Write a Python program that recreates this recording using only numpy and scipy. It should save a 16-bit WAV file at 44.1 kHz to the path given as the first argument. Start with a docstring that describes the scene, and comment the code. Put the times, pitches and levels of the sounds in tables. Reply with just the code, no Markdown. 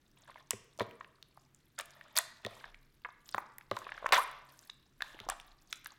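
"""A hand squeezes and stirs wet slime in a small plastic tub on a towel-covered table, close by, in a hard-walled room.
Filtered noise gives still-room hiss, faint hum and rumble throughout; squeezes set off crowds of tiny resonant noise puffs.
Soon trapped air pockets pop as gliding damped sines with noise, films snap as spiked noise, and the tub thumps table modes.
Midway, fingers slide with a band of hiss and air burps in pulse trains; later one pocket rings long and fingers peel free.
Broad resonances colour the pops, snaps, burps, slides and small bursts as tub air; decaying noise echoes answer as the room."""
import sys
import numpy as np
from scipy import signal
from scipy.fft import rfft, irfft
from scipy.io import wavfile

SR = 44100
rng = np.random.default_rng(int(sys.argv[2]) if len(sys.argv) > 2 else 0)


def bounce(signal):
    """Save signal as a 16-bit WAV file at the path given by the first command-line argument."""
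    frames = np.transpose(np.atleast_2d(signal))
    limited = np.clip(frames, -1, 1)
    pcm = np.round(limited * 32767).astype(np.int16)
    wavfile.write(sys.argv[1], SR, pcm)


N = 264042

MIDDLE_HZ = 1020   # pitch of a middling air pocket


def from_db(db):
    """Logarithmic level: decibels become an amplitude ratio."""
    return 10 ** (np.asarray(db) / 20)


def rms_one(x):
    """Normalisation: scale a signal to unit rms."""
    return x / np.sqrt(np.mean(x ** 2) + 1e-20)


def at_hz(points, hz):
    """Interpolation: read a curve of (hz, value) points on a log-frequency axis."""
    curve = np.array(points)
    return np.interp(np.log(hz + 1), np.log(curve[:, 0]), curve[:, 1])


def resonance(x, hz, width):
    """Damped resonance: a two-pole band-pass with gain close to 1 at its peak."""
    r = np.exp(-np.pi * width / SR)
    poles = [1, -2 * r * np.cos(2 * np.pi * hz / SR), r * r]
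    return signal.lfilter([(1 - r * r) / 2, 0, (r * r - 1) / 2], poles, x)


def add(out, s, grain):
    """Superposition: mix a grain in at time s."""
    i = round(s * SR)
    out[i:i + len(grain)] += grain[:N - i]


def background():
    """Stationary noise: shaped hiss, and narrow bands whose random beating makes hum and rumble waver."""
    # still-room spectrum, relative density: hz, level_db
    floor = [(45, -7.5), (100, -5.5), (350, -9), (700, -28), (1530, -21), (8360, -35.5), (16500, -40.5)]
    # swells of low rumble: centre_s, top_db
    swells = [(2.87, -68), (4.1, -71), (5.38, -64)]
    floor_db, rumble_db = -72.5, -80
    hum_hz, hum_db = 135.96, -78
    swell_width_s = 0.22

    hz = np.arange(N // 2 + 1) * SR / N
    spectrum = rfft(rng.standard_normal(N)) * from_db(at_hz(floor, hz))
    hiss = rms_one(irfft(spectrum, N))
    hum = rms_one(resonance(resonance(rng.standard_normal(N), hum_hz, 8.5), hum_hz, 8.5))
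    rumble = rms_one(resonance(resonance(rng.standard_normal(N), 27.0, 9.0), 27.0, 9.0))
    t = np.arange(N) / SR
    rumble_gain = from_db(rumble_db)
    for s, top_db in swells:
        rumble_gain = rumble_gain + from_db(top_db) * np.exp(-.5 * ((t - s) / swell_width_s) ** 2)
    return from_db(floor_db) * hiss + from_db(hum_db) * hum + rumble_gain * rumble


def squeezing():
    """Power summation of squeeze envelopes: each rises, holds, lets go, then the slime slumps back."""
    # squeezes that set off crowds of bursts: start_s, hold_s, small_pops_db, small_snaps_db
    squeezes = [(0.164, .09, -69, -73.5), (0.272, 0.045, -60.5, -72), (0.354, 0.056, -62, -72.5),
                (0.788, .035, -51.5, -56), (1.779, .03, -47.5, -60), (1.854, .3, -65, -74),
                (2.152, 0.05, -43, -43.5), (2.428, 0.27, -60.5, -68.5), (3.252, 0.14, -69.5, -58),
                (3.72, 0.45, -58.5, -71.5), (4.1214, 0.022, -27.5, -34), (4.135, 0.043, -34.5, -42.5),
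                (4.483, 0.2, -71.5, -66), (5.002, .25, -61, -69), (5.285, 0.037, -45, -68),
                (5.36, 0.16, -70, -67.5), (5.607, 0.085, -76, -71.5), (5.691, 0.078, -68.5, -57.5),
                (5.835, 0.1, -66.5, -66)]
    # levels at rest: small_pops_db, small_snaps_db
    at_rest_db = (-81, -76)
    attack_s, let_go_db_per_s = 0.0056, 907.5
    settle_db, settle_db_per_s = -22, 75   # the slower slump, relative to the squeeze

    t = np.arange(N) / SR
    power = from_db(at_rest_db)[:, None] ** 2
    for s, hold_s, *tops_db in squeezes:
        after = np.maximum(t - s - hold_s, 0)
        fall = from_db(-let_go_db_per_s * after) + from_db(settle_db - settle_db_per_s * after)
        shape = np.clip((t - s) / attack_s, 0, 1) * fall
        power = power + (from_db(tops_db)[:, None] * shape) ** 2
    return 10 * np.log10(power)


def small_bursts(level_db, per_s, low_hz, high_hz, cycles, spread_db, tilt_db, smear_s, ooze, count=14):
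    """Random point process: wet puffs of uneven size over a soft ooze excite resonances spread in pitch."""
    crowd_db = -50   # at this level the bursts come twice as often as per_s
    crowding = 1 + from_db(level_db - crowd_db)   # harder squeezes burst more pockets at once
    sizes = from_db(spread_db * np.minimum(rng.exponential(1, N), 3))
    happens = rng.random(N) < per_s * crowding / SR
    starts = sizes * happens / np.sqrt(crowding) + 1e-18
    dealt = rng.integers(0, count, N)   # which resonance each burst excites
    noise = rng.standard_normal((2, N))
    fade = np.exp(-1 / (smear_s * SR))
    rings = np.zeros(N)
    for k, hz in enumerate(np.geomspace(low_hz, high_hz, count)):
        envelope = signal.lfilter([1], [1, -fade], starts * (dealt == k))
        puffs = noise[k % 2] * (ooze + envelope)
        ring = resonance(resonance(puffs, hz, hz / cycles), hz, hz / cycles)
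        rings += from_db(tilt_db * np.log2(hz / low_hz)) * ring   # tilt_db is per octave
    return from_db(level_db) * rms_one(rings)


def tub(x, direct=0.58):
    """Cavity resonance: the air inside the tub favours a few broad pitches."""
    # modes of the air: hz, width_hz, level_db
    tub_air = [(610, 220, -13), (1075, 290, -1), (1670, 840, -7), (3555, 240, -11.5)]
    return direct * x + sum(from_db(db) * resonance(x, hz, width) for hz, width, db in tub_air)


def room(x, build_s=0.0009):
    """Reverberation: dense echoes begin at the first wall and die faster in the treble."""
    # reverberation time: hz, t60_s
    room_t60 = [(1400, 0.64), (3700, 0.61), (9700, 0.29), (16000, 0.28)]
    first_wall_s, wall_dull_hz = 0.0077, 6640

    t = np.arange(SR) / SR
    edges = 100 * 2.0 ** np.arange(8.5)   # octave bands
    echoes = np.zeros(SR)
    for low, high in zip(edges, np.minimum(edges[1:], .45 * SR)):
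        octave = signal.butter(2, [low, high], "band", fs=SR, output="sos")
        band = signal.sosfilt(octave, rng.standard_normal(SR))
        echoes += band * from_db(-60 * t / at_hz(room_t60, np.sqrt(low * high)))
    echoes *= 1 - np.exp(-np.maximum(t - first_wall_s, 0) / build_s)
    echoes = signal.lfilter(*signal.butter(1, wall_dull_hz, fs=SR), echoes)   # soft furnishings swallow treble
    return signal.fftconvolve(x, echoes / np.sqrt(np.sum(echoes ** 2)))[:N]


def pop(hz, t60, chance, noise, rise_s=0.00054, wet=0.8, glide=6.0):
    """Damped air resonance: a pocket rings as it opens, its pitch rising, with noise from spitting slime."""
    t = np.arange(len(noise)) / SR
    shape = (1 - np.exp(-(t / rise_s) ** 2)) * from_db(-60 * t / t60)
    # chance sets the starting phase in cycles; pitch rises by 2 * glide of itself per second
    tone = np.sin(2 * np.pi * (hz * t * (1 + glide * t) + chance))
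    spit = rms_one(resonance(resonance(noise, 0.72 * hz, 0.9 * hz), 1.04 * hz, 1.7 * hz))
    spit = rms_one(signal.lfilter(*signal.butter(2, min(2.39 * hz, 15000), fs=SR), spit))
    wetness = wet * min(1, MIDDLE_HZ / hz) ** 0.34   # small pockets ring cleaner
    grain = shape * (tone + wetness * spit)
    return grain / np.abs(grain).max()


def bursting_pockets():
    """Damping by size: deeper and louder air pockets ring longer."""
    # air pockets bursting, before the tub: start_s, pitch_hz (at onset), peak_db
    pockets = [(0.2969, 1000, -42), (0.358, 960, -42), (0.5074, 1014, -32), (0.5144, 1800, -31),
               (0.532, 448, -36), (0.789, 533, -34.5), (0.7975, 1030, -32), (0.8063, 1756, -24.5),
               (0.8064, 577, -21), (0.8166, 417, -24), (1.0081, 1000, -38.5), (1.0097, 1780, -36),
               (1.045, 1773, -39.5), (1.3741, 830, -44.5), (1.7882, 1670, -31), (1.7967, 1230, -35),
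               (1.808, 2310, -31.5), (2.011, 1800, -37), (2.175, 1400, -27.5), (2.1874, 1810, -22),
               (2.4494, 1800, -28), (2.466, 546, -28), (2.6411, 1590, -33), (2.744, 2260, -40),
               (3.088, 1050, -41), (3.38, 950, -23.5), (3.584, 1920, -41), (3.61, 1620, -43.5),
               (3.7134, 1148, -23.5), (3.714, 510, -22.5), (3.946, 1690, -41.5), (3.7684, 970, -27),
               (3.817, 1130, -37.5), (3.867, 874, -33), (3.8914, 1600, -33), (3.9194, 1640, -28.5),
               (3.9774, 1520, -35.5), (4.0253, 610, -36.5), (4.044, 588, -28.5), (4.088, 674, -34.5),
               (4.1087, 600, -36), (4.1235, 1050, -22), (4.126, 605, -16.5), (4.135, 986, -21),
               (4.695, 1670, -42), (4.6984, 3740, -29), (5.006, 1556, -31.5), (5.021, 1644, -25),
               (5.146, 317, -44), (5.19, 2030, -36.5), (5.2656, 425, -42), (5.2874, 720, -24.5),
               (5.299, 1076, -27), (5.728, 1280, -35), (5.86, 1630, -32)]
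    middle_t60_s, middle_db = 0.018, -34
    longer_per_octave_down, longer_per_10_db = 1.4, 1.17   # factors on t60

    out = np.zeros(N)
    noise = rng.standard_normal((len(pockets), 4000))
    for (s, hz, peak_db), row in zip(pockets, noise):
        t60 = middle_t60_s * longer_per_octave_down ** np.log2(MIDDLE_HZ / hz)
        t60 *= longer_per_10_db ** ((peak_db - middle_db) / 10)
        add(out, s, from_db(peak_db) * pop(hz, t60, row[0], row))
    return out


def snap(hz, noise, t60=0.012, broad=0.2, sharpness=3.6, spike=9.0):
    """Impulse excitation: a film parts with a spike, then rips on briefly, coloured by its size."""
    rip = noise * from_db(-60 * np.arange(len(noise)) / SR / t60)
    add(rip, 0, np.array([spike]))
    coloured = rms_one(resonance(rip, hz, hz / sharpness))
    grain = coloured + broad * rms_one(np.diff(rip, prepend=0))
    return grain / np.abs(grain).max()


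def tearing_films():
    """Sudden release of tension: sticky films tear with bright snaps."""
    # films tearing, before the tub: start_s, strongest_hz, peak_db
    films = [(0.344, 2950, -45), (0.533, 1890, -32.5), (0.5079, 7740, -6.5), (0.5075, 4200, -16.5),
             (0.777, 7400, -41), (0.789, 6300, -36), (0.7969, 3360, -24), (0.816, 3600, -31.5),
             (0.911, 2430, -40.5), (1.2269, 3940, -33.5), (1.5473, 7400, -41), (1.7894, 7290, -18),
             (1.7991, 2950, -23.5), (1.8073, 3190, -38.5), (1.81, 8440, -25.5), (1.8574, 9880, -36),
             (1.907, 6090, -39), (2.157, 4750, -41.5), (2.163, 11330, -28.5), (2.167, 4520, -11),
             (2.1739, 11100, -5.5), (2.1778, 4280, -10.5), (2.1867, 8800, -4), (2.4491, 3120, -25),
             (2.464, 3430, -25), (3.2909, 4440, -29.5), (3.347, 3410, -29), (3.381, 6500, -36.5),
             (3.5833, 12700, -28), (3.713, 3590, -24), (3.767, 3786, -28), (3.7888, 6560, -30.5),
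             (3.844, 3750, -39), (4.0657, 6600, -29.5), (4.091, 2820, -28.5), (4.1235, 4120, -8.5),
             (4.314, 10260, -36.5), (4.5917, 6240, -34), (5.0216, 3730, -20), (5.2018, 3150, -30),
             (5.289, 5770, -22), (5.2995, 8600, -15.5), (5.3998, 3130, -33), (5.728, 3240, -19),
             (5.7275, 6070, -23.5), (5.846, 8360, -34), (5.859, 4500, -30.5), (5.87, 12500, -29)]
    out = np.zeros(N)
    noise = rng.standard_normal((len(films), 600))
    for (s, hz, peak_db), row in zip(films, noise):
        add(out, s, from_db(peak_db) * snap(hz, row))
    return out


def thumps(contact_s=0.0011):
    """Modal excitation: soft pushes of the tub ring the table top."""
    # tub on table: start_s, push_db (before the table modes)
    contacts = [(0.537, -45), (0.809, -37), (2.453, -42), (3.349, -51), (3.718, -41.5), (5.207, -54)]
    # modes of the table top: hz, level_db, t60_s
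    modes = [(108, 0, 0.14), (205, 1, 0.06), (390, 5, 0.04)]

    pushes = np.full(N, 1e-18)
    for s, push_db in contacts:
        push = np.hanning(round(contact_s * SR)) / (contact_s * SR / 2)
        add(pushes, s, from_db(push_db) * push)
    out = np.zeros(N)
    for hz, level_db, t60 in modes:
        r, w = from_db(-60 / (t60 * SR)), 2 * np.pi * hz / SR
        ring = signal.lfilter([.5, 0, -.5], [1, -2 * r * np.cos(w), r * r], pushes)
        out += from_db(level_db) * ring
    return signal.lfilter(*signal.butter(2, 75, "high", fs=SR), out)   # a small table radiates no deep bass


def slides():
    """Friction noise: each slide of the fingers swells and fades as a broad, smooth hiss."""
    # slides through the slime, before the tub: start_s, end_s, top_db
    strokes = [(2.46, 2.658, -67.5), (3.72, 3.855, -63), (4.463, 4.72, -71), (4.99, 5.179, -66)]
    centre_hz, width_hz = 5000, 7700

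    t = np.arange(N) / SR
    swell = np.zeros(N)
    for s, end, top_db in strokes:
        swell += from_db(top_db) * np.sin(np.pi * np.clip((t - s) / (end - s), 0, 1))
    return swell * rms_one(resonance(rng.standard_normal(N), centre_hz, width_hz))


def burps():
    """Pulsed release: air forced through a slit in the slime escapes in very short pulses, their pitch drifting."""
    # runs of pulses, before the tub and the unevenness below; pitch and level head for the last values:
    # first_s, last_s, spacing_s, first_hz, last_hz, first_peak_db, last_peak_db
    runs = [(3.0484, 3.063, 0.002, 1866, 968, -26.5, -42), (3.3455, 3.35, 0.0032, 1185, 500, -19, -28.5),
            (4.06, 4.067, .0022, 1190, 1730, -19.5, -23.5), (4.1225, 4.141, 0.0035, 2230, 1890, -12, -12),
            (4.147, 4.169, 0.0035, 1945, 1510, -26, -13.5)]
    cycles = 3.4   # nominal cycles for a 60 dB decay
    uneven = .12   # share of chance in pitch and spacing

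    out = np.zeros(N)
    for first, last, step, first_hz, last_hz, first_db, last_db in runs:
        noise = rng.standard_normal((16, 600))
        for s, row in zip(np.arange(first, max(last, first + step), step), noise):
            along = (s - first) / max(last - first, step)
            later = along > 0   # the first pulse keeps its exact time and level
            hz = (first_hz + along * (last_hz - first_hz)) * (1 + uneven * np.tanh(row[0]))
            peak_db = first_db + along * (last_db - first_db) + 0.66 * row[1] * later
            pulse = pop(hz, cycles / hz, 0, row, rise_s=0.00048, wet=0.085)
            add(out, s + uneven * step * row[2] * later, from_db(peak_db) * pulse)
    return out


def singing_pocket():
    """Light damping: one pocket opens slowly and sings on."""
    # the pocket, before the tub: start_s, pitch_hz (at onset), peak_db, t60_s
    s, hz, peak_db, t60 = (4.174, 900, -21, .1)
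    out = np.zeros(N)
    ring = pop(hz, t60, 0, rng.standard_normal(4000), rise_s=.008, glide=5.5, wet=.4)
    add(out, s, from_db(peak_db) * ring)
    return out


def peeling_fingers():
    """Stick-slip: fingers peel free in even little slips, each a snap."""
    # runs of slips, before the tub: first_s, last_s, spacing_s, strongest_hz, peak_db
    peels = [(4.18, 4.199, 0.005, 10000, -25), (4.205, 4.239, .0066, 9940, -30)]
    out = np.zeros(N)
    for first, last, step, hz, peak_db in peels:
        for s in np.arange(first, last, step):
            add(out, s, from_db(peak_db) * snap(hz, rng.standard_normal(600)))
    return out


def scene():
    """Superposition: slime in the tub, tub on the table, all in the room."""
    room_db = -17.5   # echoes relative to the near sound
    still = background()
    pops_db, snaps_db = squeezing()
    small_pops = small_bursts(pops_db, 250, 629, 3244, cycles=3.0, spread_db=5.5,
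                              tilt_db=-2.0, smear_s=0.0034, ooze=0.8)
    small_snaps = small_bursts(snaps_db, 240, 3840, 15000, cycles=3.0, spread_db=6.0,
                               tilt_db=-7.0, smear_s=0.0028, ooze=0.073)
    loud = bursting_pockets() + tearing_films() + burps() + singing_pocket() + peeling_fingers()
    near = tub(small_pops + small_snaps + loud + slides()) + thumps()
    return (near + from_db(room_db) * room(near) + still)[None]


def record(dry):
    """Port resonance and band-limiting: the microphone port lifts the high treble; the top is cut steeply."""
    cutoff_hz = 17140
    bright = dry + from_db(-8.0) * resonance(dry, 13000, 5000)
    return signal.sosfilt(signal.cheby2(16, 60, cutoff_hz, fs=SR, output="sos"), bright)


dry = scene()
out = record(dry)
bounce(out)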